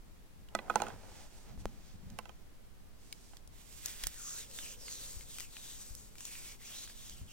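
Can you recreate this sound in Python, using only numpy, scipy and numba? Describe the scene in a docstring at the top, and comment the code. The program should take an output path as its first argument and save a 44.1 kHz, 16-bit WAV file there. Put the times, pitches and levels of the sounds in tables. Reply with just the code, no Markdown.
"""Long nails tap a plastic oil bottle, each tap a hard tick and a short hollow ring.
Skin drags over the bottle as it is turned upright and stood on a blanket, with soft knocks.
Then oiled palms slide over each other: skin swishes, the finger gaps whistle, the air pocket
between the hands rings and glides, and the nails click together.
Heard from close by, on a stereo microphone in a quiet, dead room."""
import sys
import numpy as np
from scipy import signal
from scipy.fft import rfft, irfft, next_fast_len
from scipy.io import wavfile
from scipy.ndimage import uniform_filter1d
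from numba import njit

SR = 44100
rng = np.random.default_rng(int(sys.argv[2]) if len(sys.argv) > 2 else 0)


def wav_record(signal):
    """Record a signal, one row per channel, as 16-bit PCM in the file named by sys.argv[1]."""
    frames = np.transpose(np.atleast_2d(signal))
    bounded = np.clip(frames, -1, 1)
    # unit amplitude maps onto the largest positive 16-bit level
    quanta = np.round(bounded * 32767).astype(np.int16)
    wavfile.write(sys.argv[1], SR, quanta)


N = 322812
T = np.arange(N) / SR

# Nails on the bottle, mostly right of the microphone. Each row: start in seconds, level in dB,
# favoured pitch in Hz, relative clack and treble in dB, pan (left minus right) in dB.
BOTTLE_TAPS = [(0.55, -25, 620, -11, -5, -8), (0.589, -37.5, 540, -7, -17, -9),
               (0.645, -59, 533, -23, -13, -16), (0.681, -46, 656, -22, -27, -14),
               (0.698, -24, 1300, -21.5, -19, -8.5), (0.702, -31, 900, -15, -15, -7),
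               (0.739, -46, 1350, -29, -7, 9), (0.757, -20.5, 845, -17, -5, -10),
               (0.801, -32, 794, -16, -12, -7), (0.819, -26.5, 790, -16.5, -5, -9),
               (0.836, -40, 816, -18, -8, 4), (0.867, -40.5, 1390, -7, -8, -10),
               (0.884, -41.5, 654, -17, -0.5, -2), (0.902, -44.5, 832, -15, -22, -9),
               (2.188, -37, 850, -10.5, -16, -12), (2.255, -49, 829, -10, -7, -17),
               (2.293, -48, 834, -12, -6, -15), (3.334, -55, 690, -12, -11, -12)]
# Modes of the bottle with oil in it. Each row: pitch in Hz, relative level in dB, t60 in seconds.
BOTTLE_MODES = [(211, -18, 0.2), (347, -17, 0.13), (511.6, -7.5, 0.052), (684, 1.5, 0.022),
                (847, -3, 0.042), (994, -8.5, 0.063), (1042, -3, 0.026), (1296, -5, 0.051),
                (1493, -1, 0.033), (1970, -8, 0.048), (2090, -11, 0.035), (2600, 0, 0.024),
                (3310, -2.5, 0.017), (4240, -9.5, 0.03)]
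# Palm over palm. Each row: fastest moment, rise and fall in seconds, level in dB, relative whistle
# in dB, its drop in octaves per half stroke, relative rasp and air pocket in dB,
# pocket pitch in Hz at the start, the fastest moment and the end, pan in dB.
PALM_STROKES = [(3.6, 0.095, 0.11, -73, -12, 0, 7.5, -6, 2300, 2000, 2000, -15),
                (3.8, 0.18, 0.086, -59, -12, 0, -2, -17, 2600, 2300, 2500, -10),
                (3.9, 0.097, 0.3, -52.5, -10, 0.14, 2, -14, 2200, 1830, 1850, -3),
                (4.29, 0.19, 0.23, -50, 7, 0.3, -4.5, -13, 2900, 1270, 5800, 0.5),
                (4.39, 0.12, 0.072, -60.5, -14, 0.12, -7, 2, 4200, 4300, 3200, -1),
                (4.6, 0.11, 0.1, -47, -6.5, 0, -6, -11.5, 4730, 3250, 2300, 0.5),
                (4.71, 0.077, 0.061, -52.5, 3.5, 0.074, -3, -8, 2620, 2800, 3100, -1.5),
                (4.94, 0.18, 0.16, -50.5, 3, 0.13, -4, -5, 6000, 4360, 3400, 0),
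                (5.08, 0.1, .2, -51.5, -7, 0.39, -8, -14, 3600, 4100, 4300, 1),
                (5.19, 0.044, 0.067, -59.5, -9, 0, -12, -24, 4000, 3900, 3800, 6),
                (5.37, 0.12, 0.13, -50.5, -7, 0, -6, -11, 4080, 3200, 2300, .5),
                (5.66, 0.18, 0.13, -53, -3, 0, -2, -7, 4300, 3630, 4000, 2),
                (5.79, 0.097, 0.15, -53.5, -4, 0.2, -11, -14.5, 3400, 3560, 5500, 1.5),
                (5.99, 0.15, 0.12, -58, -6, 0, -16, -24, 5000, 11000, 7000, 2.5),
                (6.24, 0.087, 0.066, -56, 4.5, .5, -6, -12, 3200, 2800, 2900, -1),
                (6.37, 0.14, 0.14, -51, -12, 0.15, -2.5, -12.5, 2610, 2400, 2400, -0.5),
                (6.5, 0.066, 0.073, -57, 3, 0.12, 2, -9, 2400, 2340, 2400, 0),
                (6.66, 0.076, 0.11, -60, 6.5, 0, 5, -4.5, 2200, 2340, 3600, 1),
                (6.8, 0.11, .14, -53.5, 2.5, 0, 1, -4, 3000, 3900, 5100, 1),
                (7.07, 0.2, .18, -58, -1, 0, -1.5, -6.5, 4070, 3500, 2700, .5),
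                (7.33, 0.07, .15, -68, 7, 0.058, -7, 5.5, 2930, 3050, 2400, 0)]
# Tone of oiled skin, bright swish and lower rasp. Each row: frequency in Hz, gain in dB.
SWISH_SPECTRUM = [(400, -30), (1000, -11), (2000, -10.5), (3200, -13.5), (4500, -2), (6000, 0.5),
                  (8000, 7.5), (10000, -4), (12000, -3), (14000, -1), (15800, -13)]
RASP_SPECTRUM = [(300, -2), (600, -4), (1000, -4.5), (1600, -2), (2500, 2), (3500, 5.5), (6000, -1)]
# Murmur of cupped hands. Each row: strongest moment, rise and fall in seconds, level in dB.
CUPPED_SWELLS = [(4.68, .45, .9, -67)]
# Sharp clicks of nails, on each other or on the bottle. Each row: start in seconds,
# relative body and treble in dB, lower and upper ring in Hz, pan in dB.
NAIL_CLICKS = [(0.487, -54.1, -74, 2900, 7670, -11), (2.1015, -57.5, -54.5, 4100, 6300, -10),
               (2.1881, -42, -43, 2260, 9950, -13.5), (3.1265, -42.5, -39.5, 2230, 4940, 2.5),
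               (3.3695, -52.5, -52, 3200, 4900, -6), (3.4756, -75, -50.5, 1790, 9100, 5),
               (3.8591, -46.5, -29, 3620, 6760, 8), (3.8837, -51, -44, 3100, 5900, 9),
               (4.0375, -36.5, -32.5, 1820, 9260, 8.5), (4.0415, -40, -54, 3230, 9260, -16),
               (4.0697, -38.5, -27.5, 3350, 8060, -6), (4.5126, -54, -51, 2640, 6070, 8),
               (4.588, -37.5, -55, 3630, 8230, -11), (4.882, -42.5, -57, 2070, 7500, -2),
               (5.2092, -48.5, -62, 2110, 8200, 5), (5.385, -42.5, -47, 2430, 9100, 10),
               (5.3993, -44, -43, 2300, 6070, 4), (5.4052, -45, -40.5, 1950, 8000, 10),
               (5.5676, -42.5, -59, 2450, 7670, 7), (5.9512, -78, -44.5, 3660, 8650, -27),
               (6.155, -51, -54, 2320, 7540, 2), (6.1835, -53, -51, 2340, 5510, 8),
               (6.207, -47.5, -43.5, 3490, 8900, 6), (6.253, -53, -39.5, 2580, 6800, 8),
               (6.3532, -45, -61, 2400, 7750, 3), (6.876, -48, -56, 3160, 8610, 3),
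               (6.899, -50.5, -63, 1670, 7190, 3), (7.0963, -52, -42, 4070, 6600, -1)]
# Knocks of hands and bottle. Each row: start in seconds, level in dB, centre pitch in Hz,
# relative slap in dB.
SOFT_KNOCKS = [(0.931, -46.5, 120, -28), (1.46, -44, 42, -32), (1.577, -37.5, 50.6, -12),
               (1.656, -34.5, 40.4, 9), (2.065, -46, 86, -25), (4.038, -39.5, 38, -23),
               (4.067, -41, 35.8, -26), (5.166, -40.5, 59.6, -31), (5.906, -40.5, 53.5, -32),
               (7.214, -37.5, 81, -18)]
# Skin dragging on the bottle. Each row: fastest moment, rise and fall in seconds,
# then relative hiss, finest hiss and hollow ring in dB.
GRIP_DRAGS = [(.78, .3, 0.19, -72, -71, -50.5), (.84, 0.14, 0.15, -63, -69, -46),
              (1.07, 0.26, 0.091, -67, -68, -56.5), (1.21, 0.17, 0.091, -59, -63, -58),
              (1.38, 0.15, 0.12, -64.5, -65.5, -64), (1.49, 0.064, 0.083, -65, -80, -59),
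              (1.605, 0.024, 0.025, -62.5, -63, -66), (1.72, 0.22, 0.14, -68.5, -75, -66),
              (1.88, .12, 0.11, -63.5, -71, -71.5), (2.14, 0.23, 0.36, -70.5, -84, -65),
              (3.1, 0.15, 0.22, -66.5, -66.5, -90), (3.27, 0.11, 0.16, -67, -65, -93)]
# On the blanket, the bottle's base scuffs the pile, and arms and bottle shift.
# Each row: strongest moment, rise and fall in seconds, relative level in dB.
BASE_SCUFFS = [(1.95, 0.022, .025, -52.5), (2.06, 0.053, 0.083, -51), (2.14, 0.044, 0.034, -50)]
BLANKET_SHIFTS = [(.4, 0.051, 0.052, -57), (.9, 0.46, 0.36, -54.5), (1.37, 0.065, .08, -59),
                  (1.58, 0.2, 0.26, -49.5), (2.0, 0.6, 0.38, -59), (3.8, 0.34, .3, -67),
                  (5.1, 0.55, .4, -60), (6.0, 0.46, 0.32, -60), (7.23, 0.2, 0.088, -53)]
# Room tone. Each row: frequency in Hz, gain in dB.
ROOM_SPECTRUM = [(20, 6.5), (45, -0.5), (80, -8), (130, -12), (200, -12.5), (350, -17), (600, -21.5),
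                 (1000, -25), (2000, -29), (4000, -32), (8000, -34.5), (15500, -37.5)]
# The microphone pair. Each row: frequency in Hz, lead of the left capsule in radians,
# direct sound's share of the power.
MIC_PAIR = [(100, .1, .2), (700, .3, .4), (1400, .4, .7), (2500, .3, .66), (4200, 2, .64), (5800, 1.2, .7),
            (8000, 2.9, .79), (10500, 3.1, .6), (13000, 3.4, .66), (15500, 4.1, .42)]


def bottle_taps(wall_db=9, tick_db=-2, tick_t60=0.012, tail_db=-29, tail_t60=0.29):
    """A nail strikes the plastic close by: a hard tick, a short hollow ring and a faint tail."""
    out, t = np.zeros((2, N)), np.arange(SR // 3) / SR
    tick_spectrum = [(800, -19), (2500, -5.5), (7000, 8), (10000, 2.5), (15000, -13.5)]
    tail_spectrum = [(120, -11.5), (250, -2.5), (800, -19), (1400, -27), (2200, -13.5), (8000, -26.5)]
    for start, db, ring_hz, clack_db, treble_db, pan_db in BOTTLE_TAPS:
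        noise = rng.standard_normal((4, len(t)))
        tick = colour(noise[0] * fade(t, tick_t60), tick_spectrum)
        ring = bottle_ring(t, ring_hz, clack_db + wall_db)
        hit = crest(ring) + undb(tick_db + treble_db) * crest(tick)
        tail = undb(tail_db) * unit(colour(noise[2:], tail_spectrum)) * fade(t, tail_t60)
        add(out, start, undb(db) * pan(pan_db) * (mic_pair(hit) + tail))
    return out


def bottle_ring(t, ring_hz, clack_db, focus_db=7, detune=0.031, uneven_db=3.0):
    """The spot struck favours one pitch, a hard blow the upper modes; the grip detunes them."""
    hz, db, t60 = np.transpose(BOTTLE_MODES)[:, :, None]
    favoured = np.exp(-(np.log(hz / ring_hz) / 0.18) ** 2)
    db = db + focus_db * favoured + clack_db * (hz > 1700)
    db = db + uneven_db * rng.standard_normal(hz.shape)
    hz = hz * (1 + detune * rng.standard_normal(hz.shape))
    sign = (-1) ** np.arange(len(hz))[:, None]
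    return (sign * undb(db) * damped_sine(t, hz, t60)).sum(axis=0)


def sliding_palms(whistle_db=-1, rasp_db=-1, pocket_db=2, contact_db=-65, flutter_db=1.07):
    """Skin hisses with each stroke's speed; the air pocket rings with it, lower as it deepens."""
    swish = unit(colour(friction(snaps_per_s=530, spread_db=3.5, grain_db=-11), SWISH_SPECTRUM))
    rasp = unit(colour(friction(snaps_per_s=290, spread_db=3.0, grain_db=-6.5), RASP_SPECTRUM))
    drive = friction(snaps_per_s=790, spread_db=3, grain_db=0.5)
    waver = 1 + .03 * wander(45)
    # the narrow gaps between the fingers whistle higher and wander as the fingers shift
    gap_hz = 6100 * (1 + .075 * wander(14))
    # from the first stroke on, the lingering palms keep up a faint hiss
    touching = speed(np.minimum(progress(*PALM_STROKES[0][:3]), 0))
    hands = undb(contact_db) * touching * (swish + undb(-4) * rasp)
    for fastest, rise, fall, db, gap_db, octaves, low_db, ring_db, *pocket_hz, pan_db in PALM_STROKES:
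        course = progress(fastest, rise, fall)
        moving = np.flatnonzero(np.abs(course) < 1)
        course = course[moving]
        gaps = cavity(drive[:, moving], gap_hz[moving] * 2 ** (-octaves * course), width=0.4)
        pocket = cavity(drive[:, moving], glide(course, *pocket_hz) * waver[moving], width=.23)
        pace = speed(course)
        skin = (swish[:, moving] + undb(rasp_db + low_db) * rasp[:, moving]) * pace ** 1.13
        whistle = undb(whistle_db + gap_db) * gaps * pace ** 3.3
        ring = undb(pocket_db + ring_db) * pocket * pace ** 0.78
        hands[:, moving] += undb(db) * ((skin + whistle) * pan(pan_db) + ring * pan(-4.5))
    return hands * undb(flutter_db * wander(35))


def cupped_hands():
    """A hollow murmur right of centre while the hands are cupped."""
    hollow = shaped_noise(N, [(200, -34), (400, 4), (540, 6), (750, -10), (1500, -19)])
    return hollow * swells(CUPPED_SWELLS) * pan(-7)


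def nail_clicks(low_db=1, high_db=3, mode_db=-7, chatter_db=-17, scatter_db=-10):
    """A stiff nail hits a nail or the bottle: a crack, two damped bending modes, scatter off the hands."""
    out, t = np.zeros((2, N)), np.arange(SR // 16) / SR
    snap = signal.unit_impulse(len(t), 10)
    for start, body_db, treble_db, low_hz, high_hz, pan_db in NAIL_CLICKS:
        noise = rng.standard_normal((4, len(t)))
        # one sharp contact, then a brief chatter of the edges
        contact = snap + undb(chatter_db) * noise[:2] * fade(t, t60=0.01)
        knock = colour(contact[0], [(700, -22), (1500, -2), (3200, 0), (6000, -14)])
        crack = colour(contact[1], [(2000, -20), (5500, 2), (8000, 0), (11000, -2.5), (15500, -4)])
        low = undb(mode_db) * crest(damped_sine(t, low_hz, t60=0.024)) + crest(knock)
        high = undb(mode_db) * crest(damped_sine(t, high_hz, t60=0.018)) + crest(crack)
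        hit = undb(low_db + body_db) * crest(low) + undb(high_db + treble_db) * crest(high)
        hit *= t < t[-1] / 2
        reflections = noise[2:] * fade(t, t60=0.023)
        scatter = signal.fftconvolve(hit[None], reflections, axes=1)[:, :len(t)]
        add(out, start, pan(pan_db) * (mic_pair(hit) + undb(scatter_db) * hit.std() * unit(scatter)))
    return out


def soft_knocks(slap_hz=380, body_hz=215, body_db=-17):
    """A fleshy slap sets the hand and bottle rocking for a few cycles."""
    out, t = np.zeros((2, N)), np.arange(SR // 4) / SR
    skew = np.exp([[-.2], [.2]])  # the pushed air reaches the capsules unevenly
    for start, db, hz, slap_db in SOFT_KNOCKS:
        thud = crest(damped_sine(t, hz * skew, t60=0.13))
        pulse = np.cos(2 * np.pi * slap_hz * t) * fade(t, t60=0.0048)
        slap = crest(colour(pulse, [(900, 3), (2500, -24), (6000, 0), (14000, -3)]))
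        body = undb(body_db) * damped_sine(t, body_hz, t60=0.14)
        add(out, start, undb(db) * (thud * pan(6.4) + undb(slap_db) * mic_pair(slap + body) * pan(-4)))
    return out


def bottle_turning(hiss_db=-1, ring_db=-3):
    """Skin drags over the bottle, which rings softly in the damping grip."""
    hiss_spectrum = [(1000, -9.5), (2200, 3), (4500, 5), (7500, 4.5), (10000, -12), (15000, -5.5)]
    wall_spectrum = [(120, -27), (200, -3), (550, 0.5), (1000, -18), (1400, -9.5), (2000, -15.5),
                     (5000, -36)]
    drag = friction(snaps_per_s=200, spread_db=-1.5, grain_db=-4)
    hiss = unit(colour(drag, hiss_spectrum))
    # the finest hiss scatters off the hand and reaches the two capsules unrelated
    fine_hiss = shaped_noise((2, N), [(2500, -15), (4500, 5), (8500, 8), (11000, 0), (15000, -6)])
    # the changing grip shifts the main resonance of the bottle
    ring_hz = 780 * (1 + .05 * wander(12))
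    ring = unit(np.array([resonate(side, ring_hz, 0.22 * ring_hz) for side in drag]))
    walls = unit(colour(drag, wall_spectrum))
    fastest, rise, fall, *levels = np.transpose(GRIP_DRAGS)
    sliding, brushing, ringing = (swells(zip(fastest, rise, fall, db)) for db in levels)
    skin = hiss * sliding * undb(hiss_db) + fine_hiss * brushing
    bottle = unit(ring + undb(2.5) * walls) * ringing * undb(ring_db)
    return (skin + bottle) * pan(-3.5)


def blanket(rumble_db=-1, restless_db=-64.5):
    """Arms and bottle rumble on the blanket, never quite still; the base scuffs into the pile."""
    rumble = shaped_noise((2, N), [(25, 1.5), (85, 1.5), (140, -5.5), (220, -6.5), (330, -19),
                                   (900, -45)])
    scuff = shaped_noise((2, N), [(60, -14), (88, 6), (135, -13), (175, -0.5), (235, -5.5),
                                  (330, -27), (800, -49)])
    shifting = np.hypot(swells(BLANKET_SHIFTS), undb(restless_db))
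    return scuff * swells(BASE_SCUFFS) + rumble * shifting * undb(rumble_db) * pan(2.3)


def room_tone(db=-54):
    """The room behind the hands: steady faint hiss over a low rumble."""
    return undb(db) * shaped_noise((2, N), ROOM_SPECTRUM)


def friction(snaps_per_s, spread_db, grain_db):
    """Stereo skin friction: countless tiny slips, and sparser snaps of the oil film."""
    sizes = undb(spread_db * np.minimum(rng.exponential(size=(3, N)), 5))
    snaps = (rng.random((3, N)) < snaps_per_s / SR) * sizes * rng.choice([-1, 1], (3, N))
    rubbing = rng.standard_normal((3, N)) + undb(grain_db) * unit(snaps)
    return unit(mic_pair(rubbing[0], scatter=rubbing[1:]))


def cavity(drive, hz, width):
    """A steep moving air resonance; width is a share of its centre frequency."""
    hz = np.clip(hz, 100, SR / 3)
    for _ in range(2):
        drive = np.array([resonate(side, hz, width * hz) for side in drive])
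    return unit(drive / np.sqrt(hz))


@njit
def resonate(x, hz, width_hz):
    """Band-pass whose centre and width move."""
    y, band_state, low_state = np.empty(len(x)), 0., 0.
    for i in range(len(x)):
        gain, damping = np.tan(np.pi * hz[i] / SR), width_hz[i] / hz[i]
        band = (band_state + gain * (x[i] - low_state)) / (1 + gain * (gain + damping))
        band_state = 2 * band - band_state
        low_state += 2 * gain * band
        y[i] = damping * band
    return y


def mic_pair(x, scatter=None):
    """Sound reaches the left capsule first; the scattered part is unrelated in the two."""
    n = next_fast_len(len(x), True)
    lead, direct = per_bin(MIC_PAIR, n)
    pair = rfft(x, n) * np.exp(.5j * np.array([lead, -lead]))
    if scatter is not None:
        pair = pair * np.sqrt(direct) + rfft(scatter, n) * np.sqrt(1 - direct)
    return irfft(pair, n)[:, :len(x)]


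def pan(db):
    """Left and right gains for a level difference; positive is left."""
    gains = undb(np.array([db, -db]) / 2).reshape(2, -1)
    return gains / gains.mean(axis=0)


def progress(fastest, rise, fall):
    """Course of a movement: -1 at its start, 0 at its fastest, 1 at its end."""
    return np.clip((T - fastest) / np.where(T < fastest, rise, fall), -1, 1)


def speed(course):
    """A hand speeds up from rest and slows to rest again."""
    return np.maximum(np.cos(np.pi / 2 * course), 0)


def swells(rows):
    """Gain over time of several movements, whose powers add."""
    return np.sqrt(sum((undb(db) * speed(progress(*timing))) ** 2 for *timing, db in rows))


def glide(course, start_hz, middle_hz, end_hz):
    """A smooth glide through three pitches."""
    start, middle, end = np.log([start_hz, middle_hz, end_hz])
    return np.exp(middle + course * (end - start) / 2 + course ** 2 * ((start + end) / 2 - middle))


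def wander(rate_hz):
    """Smooth random drift with a spread near 1."""
    hold = max(int(SR / rate_hz), 2)
    steps = np.repeat(rng.standard_normal(N // hold + 1), hold)
    return 1.3 * uniform_filter1d(steps, hold)[:N]


def damped_sine(t, hz, t60):
    """One mode ringing out."""
    return np.sin(2 * np.pi * hz * t) * fade(t, t60)


def fade(t, t60):
    """Decay by 60 dB in t60 seconds."""
    return np.exp(-np.log(1000) * t / t60)


def shaped_noise(shape, spectrum):
    """Coloured noise of rms 1."""
    return unit(colour(rng.standard_normal(shape), spectrum))


def colour(x, spectrum):
    """Filter by (Hz, dB) points."""
    n = next_fast_len(x.shape[-1], True)
    return irfft(rfft(x, n) * undb(per_bin(spectrum, n)[0]), n)[..., :x.shape[-1]]


def per_bin(table, n):
    """Each column of a table over the frequencies of n samples."""
    hz, *columns = np.transpose(table)
    bin_hz = np.arange(n // 2 + 1) * SR / n
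    return [np.interp(np.log(bin_hz + 1), np.log(hz), column) for column in columns]


def undb(db):
    """Decibels to gain."""
    return 10 ** (np.asarray(db) / 20)


def unit(x):
    """Scale to rms 1."""
    return x / np.sqrt(np.mean(x ** 2))


def crest(x):
    """Scale so that the loudest 2 ms have rms 1."""
    return x / np.sqrt(uniform_filter1d(x ** 2, size=88).max())


def add(out, start, x):
    """Mix a stereo sound in at start seconds."""
    i = max(int(start * SR), 0)
    out[:, i:i + x.shape[1]] += x[:, :N - i]


def scene():
    """Bottle and hands close to the microphone, the quiet room behind."""
    strikes = bottle_taps() + nail_clicks() + soft_knocks()
    return strikes + sliding_palms() + cupped_hands() + bottle_turning() + blanket() + room_tone()


def record(dry, top_hz=16000):
    """The recorder cuts the top steeply."""
    return signal.sosfilt(signal.ellip(10, .2, 70, top_hz, fs=SR, output="sos"), dry)


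dry = scene()
out = record(dry)
wav_record(out)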